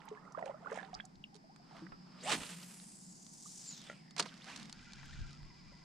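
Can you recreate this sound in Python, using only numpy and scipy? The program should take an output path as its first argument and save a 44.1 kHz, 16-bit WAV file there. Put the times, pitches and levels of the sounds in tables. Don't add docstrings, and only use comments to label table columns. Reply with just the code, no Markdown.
import sys
import numpy as np
from scipy import signal
from scipy.fft import rfft, irfft, next_fast_len
from scipy.io import wavfile

SR = 44100
rng = np.random.default_rng(int(sys.argv[2]) if len(sys.argv) > 2 else 0)


def bounce(signal):
    frames = np.transpose(np.atleast_2d(signal))
    limited = np.clip(frames, -1, 1)
    pcm = np.round(limited * 32767).astype(np.int16)
    wavfile.write(sys.argv[1], SR, pcm)


N = 257533
TIME = np.arange(N) / SR

# f/Hz, left-right correlation
NEAR = [(100, 1), (800, 0.71), (3800, 0.87), (5200, 0.8), (8000, 0.23), (14000, 0.1)]
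FAR = [(60, 0.48), (200, 0.94), (400, 0.019), (700, -0.29), (1300, -0.84), (2500, -0.13), (3800, 0.69),
       (5000, 0.2), (9000, -0.1)]
# f/Hz, level/dB
DRONE_COLOUR = [(40, -75), (100, -30), (125, -6), (150, 1), (182, 4.5), (210, 0.5), (260, -2.5),
                (340, -13.5), (500, -54.5)]
AIR_COLOUR = [(100, -2.5), (350, 3.5), (520, -6.5), (800, 3), (1200, -4.5), (2000, -9), (3200, -17.5),
              (6000, -17), (8500, -22), (11000, -39), (15000, -36)]
FIZZ_COLOUR = [(2800, -48), (3900, -15), (4600, 2), (5100, 7), (5400, 2), (5900, -23.5), (7500, -62)]
# t/s, level/dB
FIZZ_LEVEL = [(0, -79.5), (1.2, -78.5), (1.6, -72), (2.1, -68.5), (4.2, -70), (5.84, -67.5)]
# t/s, level/dB, attack and release/s
LOW_THUMPS = [(.68, -60, .7), (1.83, -56, .3), (2.3, -51.5, .25), (4.23, -56, .2), (4.63, -52, .2)]
# t/s, level/dB, attack and release/s
PUFFS = [(.97, -61, .08), (1.17, -63, .08), (1.93, -59, .05), (2.41, -59, .04), (4.8, -63, .2),
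         (5.05, -54.5, .3), (5.21, -40.5, .1), (5.44, -48.5, .09), (5.68, -61, .4)]
# t/s, length/s, from f/Hz, to f/Hz, level/dB
DRONE_NOTES = [(1.6, 2.1, 183, 181, -63.5), (2.45, .22, 195, 142, -54.5), (3.9, .6, 158, 165, -61),
               (4.7, 1.2, 130, 155, -58.5)]

# t/s, level/dB
HULL_BOOMS = [(1.818, -45), (1.838, -50)]
CASE_JOLTS = [(.952, -45), (1.922, -45), (1.936, -54)]
CRANK_KNOCKS = [(3.886, -54), (3.8985, -33), (3.915, -43), (3.929, -46.5)]
# f/Hz, level/dB, t60/s
HULL_MODES = [(178, 0, .16), (245, -4, .08), (323, -6, .11), (501, -19, .1), (818, -22, .1)]
CASE_MODES = [(140, -6, .08), (400, -3, .06), (770, -4, .045), (1050, -6, .04), (1330, 0, .09),
              (2100, -12, .03)]
CRANK_MODES = [(590, -3, .017), (1385, -10, .065), (1950, -1, .012), (2330, -16, .025), (2620, -14, .01),
               (3250, -16, .011), (3620, -17, .013), (6400, -15, .014)]
REEL_MODES = [(905, -12, .08), (1242, -16, 0.28), (2860, -23, 0.04), (3580, -15, 0.075), (3800, -13, 0.14),
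              (4400, 6, 0.041), (5566, -42, 0.063), (6850, 3, 0.027), (8204, -30, .09)]

# t/s, f/Hz, level/dB, t60/s, pitch rise/share, pan/dB (left minus right)
BUBBLES = [(0.076, 860, -47.5, .08, .26, -11), (0.1129, 428, -39.5, .11, -.03, -1),
           (0.173, 1640, -48, .05, .39, -11), (0.3479, 1080, -36, .036, .75, -13),
           (0.3755, 500, -37, .035, .7, -3), (0.3795, 660, -36.5, .06, 0, -1),
           (0.4, 660, -43, .07, -.1, -3), (0.411, 900, -45, .04, .1, -10),
           (0.374, 1470, -38, .007, .16, -12), (0.3898, 970, -37, .025, .1, -14),
           (0.4248, 664, -32, .019, .34, -4), (0.4266, 1890, -39.5, .014, .07, -11),
           (0.4381, 674, -37.5, .039, -.74, -2), (0.4597, 543, -38, .07, 0, -2),
           (0.463, 810, -46, .04, -.1, -10), (0.493, 850, -42, .03, .2, -9),
           (0.4755, 827, -43, .074, -.61, -10), (0.4951, 620, -34.5, .048, -.45, -2),
           (0.5103, 890, -41, .015, .45, -14), (0.541, 590, -45, .08, .25, -3),
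           (0.543, 1250, -49, .04, .1, -12), (0.624, 698, -51, .09, -.19, -2),
           (0.6592, 1080, -37.5, .03, .7, -11), (0.6708, 1420, -34.5, .028, .15, -15),
           (0.7003, 1850, -42, .012, .5, -19), (0.7158, 476, -36.5, .04, .6, -1),
           (0.7179, 450, -39.5, .075, .02, -3), (0.722, 1080, -42, .04, .6, -12),
           (0.7295, 600, -39, .035, .2, -4), (0.7745, 650, -33, .012, .33, -4),
           (0.7875, 1780, -38, .02, 0, -16), (0.795, 1700, -37, .03, .08, -21),
           (0.829, 778, -46.5, .18, -.04, -10), (0.9305, 739, -41, .11, 0, -5),
           (0.95, 5430, -32, .004, -.53, -7), (0.9998, 1690, -33.5, .011, -.14, -14),
           (1.0047, 3240, -40, .016, .15, -4), (1.039, 740, -53, .11, .1, -7),
           (1.2399, 3040, -36, .016, -.5, 1), (1.328, 770, -58, .08, .3, -2), (1.35, 420, -56, .1, 0, -2),
           (1.44, 640, -58, .09, .15, -2), (1.494, 720, -56, .13, 1.4, 2), (1.596, 710, -59, .1, 0, -2),
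           (1.71, 870, -52, .05, .1, -2.5), (1.726, 754, -52, .05, 0, -2.5),
           (1.745, 690, -55, .12, -.15, -1.5), (1.822, 312, -47, .115, .18, -1),
           (3.458, 1144, -49.5, .033, .31, -11), (5.719, 560, -60, .05, .1, 1)]
# t/s, level/dB, centre f/Hz, pan/dB
SMACKS_AND_KNOCK = [(.005, -49, 3600, -10), (.0174, -47, 2200, -15), (.088, -48, 6200, -8),
                    (.149, -48, 1900, -12), (.458, -45, 6400, -12), (.390, -43, 1700, -14),
                    (.478, -46, 2400, -14), (.711, -48, 7000, -12), (.728, -45, 6000, -14),
                    (.744, -41.5, 5900, -14), (.759, -41, 6200, -14), (.776, -45, 6600, -14),
                    (.054, -54, 10500, -6), (.0816, -43.5, 1890, -15), (.087, -45.5, 3400, -14),
                    (.3225, -47, 6100, -6), (.3854, -38, 1400, -14), (.4565, -46, 3640, -12),
                    (.459, -42, 2000, -15), (.719, -33, 1450, -12), (.760, -41, 2200, -12),
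                    (.775, -38, 1750, -15), (.7868, -36, 1850, -16), (.829, -38, 1500, -12),
                    (.830, -44, 3100, -12), (.847, -42, 1600, -11), (.849, -46, 3300, -12),
                    (.9303, -52, 2440, -5), (.9423, -36, 4700, -1), (.9904, -48, 2600, -4),
                    (1.0002, -40, 2210, 0), (1.0525, -41, 6300, -6), (1.1553, -52, 4250, -1),
                    (1.8665, -39, 1600, -12)]
# t/s, level/dB, attack/s, release/s
GUSHES = [(0.08, -61, .4, .5), (0.26, -62, .3, .4), (0.39, -54.5, .06, .2), (0.48, -54.5, .12, .14),
          (0.755, -50, .22, .23), (0.97, -62.5, .1, .13)]
SPRAYS = [(.08, -70, .3, .35), (.383, -66, .04, .08), (.468, -60, .04, .08), (.77, -54.3, .14, .14),
          (.96, -67, .08, .12)]
# f/Hz, level/dB
TRICKLE_COLOUR = [(250, -12), (420, -5), (800, -1), (1350, -1.5), (1900, -9), (3000, -25)]
SPRAY_COLOUR = [(900, -23), (1700, 6), (3200, -0.5), (5000, -11), (8500, -13), (11000, -34), (15000, -56)]
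# f/Hz, width/Hz, level/dB
HOLLOW = [(409, 67, 1.5), (656, 45, -3.5), (797, 87, -0.5), (1043, 170, -2.5), (1230, 81, -2.5),
          (1353, 68, -2.5), (1810, 190, -5)]
# t/s, length/s, from f/Hz, to f/Hz
STREAM_GLIDE = (-.03, .44, 880, 1460)

# t/s, level/dB, centre f/Hz, pan/dB, t60/s
KNOCKS = [(1.561, -53, 800, -4, .03), (1.766, -49, 1400, -4.5, .04), (1.921, -44, 850, -8, .05),
          (2.828, -59, 500, 4, .019), (4.165, -42, 1000, -5, .09), (4.178, -38, 1000, -5, .05),
          (4.197, -26, 600, -2, .06), (4.226, -39, 600, -6, .1), (4.256, -42, 1500, -8, .03),
          (4.2595, -36, 850, -8, .04), (5.031, -44.5, 1100, 6, .048), (5.057, -47, 2400, 1, .03),
          (5.43, -51, 1400, 0, .03)]
# t/s, level/dB, pan/dB, t60/s, tilt/dB per octave
CLICKS = [(1.3446, -45, -10, .025, 1), (1.3546, -44, -18, .025, 1), (1.3636, -45, -8.5, .039, 1),
          (1.5616, -46, -15, .016, 0), (2.368, -35, -6, .014, 0), (2.4656, -36, -1.5, .016, 0),
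          (2.6299, -40, -6, .03, 1), (2.7997, -42, -6, .03, 1), (3.266, -43.5, -11, .016, 0),
          (3.8164, -40, -5, .023, 1), (3.84, -41, 2, .042, 2), (4.1091, -39, .5, .02, -1),
          (4.1647, -32, -7, .023, -1), (4.1815, -26, -11, .028, .5), (4.1972, -13.3, 0, .01, 1),
          (4.2006, -16, -18, .013, .5), (4.2034, -19.5, -2, .02, .5), (4.2273, -29, -8, .014, -1),
          (4.2603, -38, -6, .016, 0), (4.341, -45, -3, .015, 0), (4.377, -44, -3, .017, 1),
          (4.4436, -41, -1, .019, 0), (4.5615, -32, 2, .028, 2), (4.575, -36, 1, .016, 2),
          (4.598, -39, 0, .014, 0), (4.6295, -36, 3, .015, 1), (4.656, -40, 0, .012, 0),
          (4.696, -40, 0, .03, 0), (4.7275, -30, 0, .014, 4), (4.9342, -35.5, -2, .012, 1),
          (5.3308, -42.5, -2, .014, 1)]
# t/s, level/dB, attack/s, release/s
RUSTLES = [(1.77, -58.3, .19, .24), (2.19, -62, .35, .1)]
RUBS = [(4.26, -58.5, .1, .45), (4.5, -51, .13, .2), (4.6, -56, .1, .2)]
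BAIL_SCRAPES = [(4.183, -42, .004, .025), (4.199, -33, .015, .018), (4.226, -44, .006, .018),
                (4.268, -56, .02, .04)]
# f/Hz, level/dB
CLICK_COLOUR = [(150, -58), (400, -7), (1000, 2), (1600, -2.5), (3000, 0), (4200, 6.5), (5500, 1.5),
                (8000, -4), (9800, -11), (11500, -28), (16000, -47)]
SLEEVE_COLOUR = [(200, -9), (500, -1.5), (1200, 3.5), (2200, -7), (4000, -9), (6000, -16), (8500, -20.5),
                 (11000, -39), (15000, -53)]
RUB_COLOUR = [(150, -10), (400, -4), (1000, -0.5), (2200, 0.5), (4000, -4.5), (6000, -6.5), (8500, -14),
              (11000, -23.5), (15000, -44)]
GEAR_COLOUR = [(400, -26), (800, -3.5), (1200, -3), (2000, 0.5), (2500, 1), (3200, 1.5), (4400, 0.5),
               (7000, -2.5), (9000, -18), (12000, -40)]
# t/s, length/s, from f/Hz, to f/Hz, level/dB, step per overtone/dB, width/Hz
LINE_GLIDES = [(3.858, .042, 3650, 3250, -63, -25, 180), (4.27, .03, 5600, 2900, -54, -22, 1200),
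               (4.308, .034, 1750, 1250, -61, -14, 320), (4.405, .038, 2400, 5300, -59, -22, 950),
               (4.445, .1, 540, 1380, -58, -1.5, 130), (4.505, .04, 1400, 3100, -54, -10, 220)]
# t/s, rotor speed/turns per s
ROTOR_SPEED = [(4.706, 14), (5.15, 14), (5.21, 13.3), (5.27, 13.2), (5.33, 11.8), (5.42, 8.6), (5.54, 9.1),
               (5.65, 9.5), (5.84, 8.8)]
# t/s, level of the added share/dB, attack/s, release/s
BINDS = [(4.77, -3, .05, .07), (4.98, -8, .06, .05), (5.135, 4.5, .03, .04), (5.47, -4, .12, .2),
         (5.703, 4, .05, .05)]
LINE_DRAG = (5.11, -3, .2, .3)
# f/Hz, width/Hz, level/dB
HOUSING = [(1000, 70, -9), (1395, 45, 2), (1570, 70, -1), (2010, 40, 2), (2340, 120, -3)]

# t/s, vortex f/Hz at the tip, level/dB
ROD_STROKE = [(2.225, 420, -66), (2.245, 550, -51), (2.268, 700, -44), (2.286, 870, -36),
              (2.303, 900, -44.5), (2.316, 410, -46), (2.333, 350, -41), (2.36, 255, -48.5),
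              (2.42, 210, -53)]
# multiple of the tip's pitch, width/Hz, level/dB
VORTICES = [(1, 185, 0), (.65, 190, -14.5), (1.25, 380, -8), (3.6, 500, -7.5)]
# t/s, f/Hz
LINE_NOTE = [(2.195, 2700), (2.21, 4500), (2.225, 5000), (2.24, 7600), (2.4, 12400), (2.65, 12000),
             (2.85, 8800), (3.25, 6340), (3.58, 5900), (3.75, 3900), (4.05, 1900)]
# t/s, level/dB, attack/s, release/s
RASPS = [(2.326, -29.6, .07, .072), (2.42, -46, .1, .38), (3.72, -63, .35, .4), (3.88, -58.5, .16, .22)]
NOTE_SWELLS = [(2.21, -56, .022, .08), (2.245, -49, .025, .11), (2.9, -61.5, .7, 2), (3.72, -59, .3, .24)]
WHISTLE_SWELL = (3.69, -46.5, .05, .085)
# t/s, level/dB
HISS_LEVEL = [(2.24, -62), (2.316, -49), (2.58, -55), (3.016, -57.5), (3.258, -59.5), (3.516, -49),
              (3.786, -54), (3.86, -68)]
# f/Hz, level/dB
RASP_COLOUR = [(120, -24), (300, -5.5), (900, -2.5), (1700, -2), (3000, -0.5), (4500, -5.5), (6000, -9.5),
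               (8200, -7), (10000, -18), (11500, -30), (15000, -32)]
HISS_COLOUR = [(2000, -31), (3600, -14), (5000, -6), (7000, -0.5), (9000, -6), (10500, -17.5), (11800, -26),
               (18000, -25)]
NOTE_COLOUR = [(500, -45), (750, -36), (900, -3), (1000, 0), (1110, -4), (1300, -33), (1900, -45)]
# t/s, length/s, from f/Hz, to f/Hz
WHISTLE_GLIDE = (3.62, .2, 8100, 5850)


def amp(db):
    return 10 ** (np.asarray(db) / 20)


def unit(x):
    return x / np.sqrt(np.mean(x ** 2) + 1e-20)


def at_hz(points, hz):
    f, value = np.transpose(points)
    return np.interp(np.log(hz + 1), np.log(f + 1), value)


def curve(rows, column=1):
    rows = np.asarray(rows)
    return np.interp(TIME, rows[:, 0], rows[:, column])


def level(rows, column=1):
    outside_s = np.maximum(rows[0][0] - TIME, TIME - rows[-1][0]).clip(0)
    return amp(curve(rows, column)) * np.exp(-outside_s / 0.023)


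def swell(s, db, attack_s, release_s=None):
    away = np.maximum((s - TIME) / attack_s, (TIME - s) / (release_s or attack_s))
    return amp(db - 20 * np.minimum(away, 10))


def swells(rows):
    return np.sqrt(sum(swell(*row) ** 2 for row in rows))


def glide(start, length, from_hz, to_hz):
    progress = np.clip((TIME - start) / length, 0, 1)
    return from_hz * (to_hz / from_hz) ** progress, np.sin(np.pi * progress)


def sides(pan_db):
    return unit(amp([[pan_db / 2], [-pan_db / 2]]))


def add(mix, s, sound):
    part = mix[:, max(round(s * SR), 0):][:, :sound.shape[1]]
    part += sound[:, :part.shape[1]]


def wander(rate_hz):
    size = next_fast_len(N)
    f = np.fft.rfftfreq(size, 1 / SR)
    spectrum = rfft(rng.standard_normal(size)) / (1 + (f / rate_hz) ** 4)
    return unit(irfft(spectrum, size)[:N])


def ticking(per_s, t60):
    contacts = (rng.random(N) < per_s / SR) * (.5 + rng.random(N))
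    decay = np.exp(-np.log(1000) / (t60 * SR))
    return signal.lfilter([1], [1, -decay], contacts + 1e-12)


def noise(colour, likeness, grain=1.):
    size = next_fast_len(N)
    f = np.fft.rfftfreq(size, 1 / SR)
    left, other = rfft(rng.standard_normal((2, N)) * grain, size)
    same = np.clip(at_hz(likeness, f), -1, 1)
    pair = np.array([left, same * left + np.sqrt(1 - same ** 2) * other])
    return unit(irfft(pair * amp(at_hz(colour, f)), size)[:, :N])


def gliding_noise(colour, reference_hz, pitch, grain):
    white = noise([(20, 0), (20000, 0)], NEAR, grain)
    f, t, frames = signal.stft(white, SR, nperseg=512)
    shape = amp(at_hz(colour, f[:, None] * reference_hz / np.interp(t, TIME, pitch)))
    shape /= np.linalg.norm(shape, axis=0)
    return unit(signal.istft(frames * shape, SR, nperseg=512)[1][:, :N])


def tone(hz, width_hz):
    phase = 2 * np.pi * np.cumsum(hz) / SR
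    return wander(width_hz / 2) * np.cos(phase) + wander(width_hz / 2) * np.sin(phase)


def burst(t60, likeness, size=8192):
    t = np.arange(size) / SR
    shared, left, right = rng.standard_normal((3, size))
    scatter = np.sqrt(likeness) * shared + np.sqrt(1 - likeness) * np.array([left, right])
    scatter[:, 0] = -5.5
    return scatter * np.exp(-np.log(1000) * t / t60)


def coloured_hit(x, gain_db):
    hz = abs(np.fft.fftfreq(x.shape[1], 1 / SR))
    response = np.exp(signal.hilbert(np.log(amp(gain_db(hz)))).conj())
    hit = np.fft.ifft(np.fft.fft(x) * response).real
    return hit / abs(hit).max()


def resonate(x, modes):
    f = np.fft.rfftfreq(N, 1 / SR)
    body = sum(amp(db) / (1 + 2j * (f - hz) / width) for hz, width, db in modes)
    return unit(irfft(rfft(x) * body, N))


def ring(modes, t):
    return sum(amp(db - 60 * t / t60) * np.sin(2 * np.pi * (hz * t + rng.random()))
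               for hz, db, t60 in modes)


def lakeside(drone_db=-61.7, air_db=-67, breeze_db=-83):
    low_gain = np.hypot(amp(drone_db + .7 * wander(2)), swells(LOW_THUMPS))
    lows = noise(DRONE_COLOUR, FAR) * low_gain
    for *slide, db in DRONE_NOTES:
        hz, arch = glide(*slide)
        lows += amp(db) * arch * tone(hz, width_hz=9.7)
    air = amp(air_db) * noise(AIR_COLOUR, FAR, amp(0.3 * wander(0.69)))
    fizz = noise(FIZZ_COLOUR, FAR) * level(FIZZ_LEVEL)
    rumble = noise(colour=[(8, -5), (30, -1), (65, -5.5), (110, -9), (250, -27), (800, -67), (3000, -90)],
                   likeness=[(20, 0.11), (200, 0.61)])
    puffs = rumble * np.hypot(amp(breeze_db), swells(PUFFS)) * sides(2.2)
    return lows + air + fizz + puffs


def struck_body(blows, modes, attack_s, pan_db):
    out, t = np.zeros((2, N)), np.arange(12000) / SR
    for s, db in blows:
        add(out, s, amp(db) * sides(pan_db) * ring(modes, t) * (1 - np.exp(-t / attack_s)))
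    return out


def taps(rows, steep_db, gain_db=0):
    out = np.zeros((2, N))
    for s, db, hz, pan_db, t60 in rows:
        contact = burst(t60, likeness=1)
        blow = coloured_hit(contact, lambda f: np.maximum(-steep_db * np.log2((f + 1) / hz) ** 2, -55))
        add(out, s, amp(db + gain_db) * sides(pan_db) * blow)
    return out


def smacks_and_knock(t60=.026):
    return taps([(*row, t60) for row in SMACKS_AND_KNOCK], steep_db=32, gain_db=-3.5)


def stream(stream_db=-63, patter_db=4.5):
    hz, arch = glide(*STREAM_GLIDE)
    patter = amp(stream_db + patter_db * wander(60))
    return patter * np.sqrt(abs(arch)) * tone(hz, width_hz=240) * sides(-9)


def bubble_swarm(pan_db, per_s=300, spread_db=4):
    swarm, t = np.zeros((2, N)), np.arange(2000) / SR
    end_s = GUSHES[-1][0] + 2 * GUSHES[-1][3]
    for when, pitch, cycles, strength, side in rng.random((round(per_s * end_s), 5)):
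        hz = 380 * 5.5 ** pitch
        age = t * hz / (3 + 7 * cycles)
        rise = 1 + 0.021 * np.minimum(age, 4)
        ping = (1 - np.exp(-t * hz)) * np.exp(-age) * np.sin(2 * np.pi * hz * t * rise)
        db = at_hz(TRICKLE_COLOUR, hz) + spread_db * min(-np.log(1 - strength), 3)
        add(swarm, when * end_s, amp(db) * np.sqrt(hz) * ping * sides(pan_db + 8 * (side - .5)))
    return swarm / swarm[:, TIME < end_s].std()


def trickle(swarm_db=-1.5, hollow_db=-3, droplets_db=-26, pan_db=-7):
    swarm = bubble_swarm(pan_db)
    patter = noise(TRICKLE_COLOUR, NEAR, amp(4.2 * wander(200)))
    drumming = resonate(patter, HOLLOW) * sides(pan_db)
    spray = noise(SPRAY_COLOUR, NEAR, amp(3.2 * wander(200))) * sides(-13)
    droplet_colour = [(2000, -20), (4500, -2), (8000, -1), (11000, -23), (15000, -40)]
    droplets = noise(droplet_colour, NEAR, ticking(per_s=90, t60=.01)) * sides(-5)
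    running = amp(swarm_db) * swarm + amp(hollow_db) * drumming + amp(droplets_db) * droplets
    return running * swells(GUSHES) + spray * swells(SPRAYS)


def plops(left_lag_s=0.00026, ripples_db=-16):
    out, t = np.zeros((2, N)), np.arange(6000) / SR
    for s, hz, db, t60, rise, pan_db in BUBBLES:
        envelope = (1 - np.exp(-t * hz / 1.2)) * np.exp(-np.log(1000) * t / t60)
        pitch = hz * (1 + rise * np.minimum(t / t60, 1))
        right = envelope / envelope.max() * np.sin(2 * np.pi * np.cumsum(pitch) / SR)
        left = np.interp(t - left_lag_s, t, right)
        add(out, s, amp(db) * sides(pan_db) * np.array([left, right]))
    scatter = burst(t60=0.11, likeness=0.59)
    ripples = signal.oaconvolve(out, scatter / np.linalg.norm(scatter[0]), axes=1)[:, :N]
    return out + amp(ripples_db) * ripples


def handling(grain_db=1.8, chatter_db=3, ticks_db=-15):
    sleeve = noise(SLEEVE_COLOUR, NEAR, amp(grain_db * wander(190))) * swells(RUSTLES) * sides(-3.1)
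    rub = noise(RUB_COLOUR, NEAR, amp(grain_db * wander(400))) * sides(-5)
    ticks = amp(ticks_db) * noise(CLICK_COLOUR, NEAR, ticking(per_s=40, t60=.014))
    bail = noise(CLICK_COLOUR, NEAR, amp(chatter_db * wander(600))) * swells(BAIL_SCRAPES) * sides(-3)
    return sleeve + (rub + ticks) * swells(RUBS) + bail


def line_glides():
    out = np.zeros(N)
    jitter = 1 + .025 * wander(150)
    roughness = unit(amp(2.5 * wander(300)))
    for *slide, db, overtone_db, width_hz in LINE_GLIDES:
        hz, arch = glide(*slide)
        partials = sum(amp(overtone_db * (k - 1)) * tone(k * hz * jitter, width_hz * k) for k in (1, 2, 3))
        out += amp(db) * arch * partials
    return out * roughness


def gear_teeth(speed, rotor, meshes_per_turn=113, wobble=.085, surge=.05):
    push = swells(BINDS)
    backlash = .042 * wander(300)
    roughness = amp(3.4 * wander(110))
    mesh_hz = meshes_per_turn * speed * (1 + wobble * rotor + surge * push + backlash)
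    phase = 2 * np.pi * np.cumsum(mesh_hz) / SR
    teeth = unit(roughness * (np.sin(phase) + amp(-4) * np.sin(2 * phase)))
    return (amp(-13.5) * teeth + amp(-15) * resonate(teeth, HOUSING)) * (1 + push)


def winding(gain_db=-59, db_per_doubling=11, attack_s=.05):
    speed = curve(ROTOR_SPEED)
    age = np.maximum(TIME - ROTOR_SPEED[0][0], 0)
    rotor = np.cos(2 * np.pi * np.cumsum(speed * (age > 0)) / SR)
    gears = gear_teeth(speed, rotor)
    whirr = noise(GEAR_COLOUR, NEAR, amp(1.2 * rotor + 2.2 * wander(300))) * (1 + swell(*LINE_DRAG))
    housing = resonate(noise(GEAR_COLOUR, NEAR, amp(4 * wander(120))), HOUSING)
    ticks = noise(CLICK_COLOUR, NEAR, ticking(per_s=50, t60=.012))
    effort = amp(gain_db + db_per_doubling * np.log2(speed / speed.max())) * (1 - np.exp(-age / attack_s))
    return (gears + amp(-4.7) * whirr + amp(-8) * housing + amp(-13) * ticks) * effort * sides(0.4)


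def reel_clicks(gain_db=-1, ring_db=-27, pivot_hz=4000):
    out, t = np.zeros((2, N)), np.arange(8192) / SR
    for s, db, pan_db, t60, tilt_db in CLICKS:
        crack = coloured_hit(burst(t60, likeness=0.62),
                             lambda f: at_hz(CLICK_COLOUR, f) + tilt_db * np.log2((f + 1) / pivot_hz))
        add(out, s, amp(db + gain_db) * sides(pan_db) * (crack + amp(ring_db) * ring(REEL_MODES, t)))
    return out


def rod_swish():
    tip_hz = curve(ROD_STROKE)
    vortices = sum(amp(db) * tone(multiple * tip_hz, width) for multiple, width, db in VORTICES)
    return vortices * level(ROD_STROKE, column=2) * sides(-3)


def flying_line(tip_hz=10.2, chop_db=7, settle_s=.4, hiss_top_hz=8400, hiss_knee_hz=3900):
    grain = amp(1.8 * wander(400))
    flutter = amp(1.3 * wander(70))
    age = np.maximum(TIME - RASPS[0][0], 0)
    shake = amp(chop_db * np.exp(-age / settle_s) * (np.cos(2 * np.pi * tip_hz * age) - 1) / 2)
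    rasp = noise(RASP_COLOUR, NEAR, grain * flutter) * swells(RASPS) * shake * sides(-3.5)
    note_hz = curve(LINE_NOTE)
    hiss_hz = hiss_top_hz * note_hz / np.hypot(note_hz, hiss_knee_hz)
    hiss = gliding_noise(HISS_COLOUR, 6890, hiss_hz, grain * flutter) * level(HISS_LEVEL) * sides(0.27)
    note = gliding_noise(NOTE_COLOUR, 990, note_hz, flutter) * swells(NOTE_SWELLS)
    whistle_hz, _ = glide(*WHISTLE_GLIDE)
    whistle = tone(whistle_hz, width_hz=400) * swell(*WHISTLE_SWELL)
    return rasp + amp(-3) * hiss + note + whistle


def scene():
    impacts = smacks_and_knock()
    tackle = reel_clicks() + taps(KNOCKS, steep_db=3.2) + handling()
    hull = struck_body(HULL_BOOMS, HULL_MODES, attack_s=.004, pan_db=-1)
    case = struck_body(CASE_JOLTS, CASE_MODES, attack_s=.002, pan_db=-3)
    case[0] *= -1
    crank = struck_body(CRANK_KNOCKS, CRANK_MODES, attack_s=.0004, pan_db=-1)
    water = plops() + trickle() + stream()
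    rod_and_line = rod_swish() + flying_line() + line_glides()
    retrieve = crank + winding()
    return lakeside() + hull + case + water + impacts + tackle + rod_and_line + retrieve


def record(dry):
    lowpass = signal.firwin(255, 15500, window=("kaiser", 8), fs=SR)
    return signal.oaconvolve(dry, lowpass[None], "same")


dry = scene()
out = record(dry)
bounce(out)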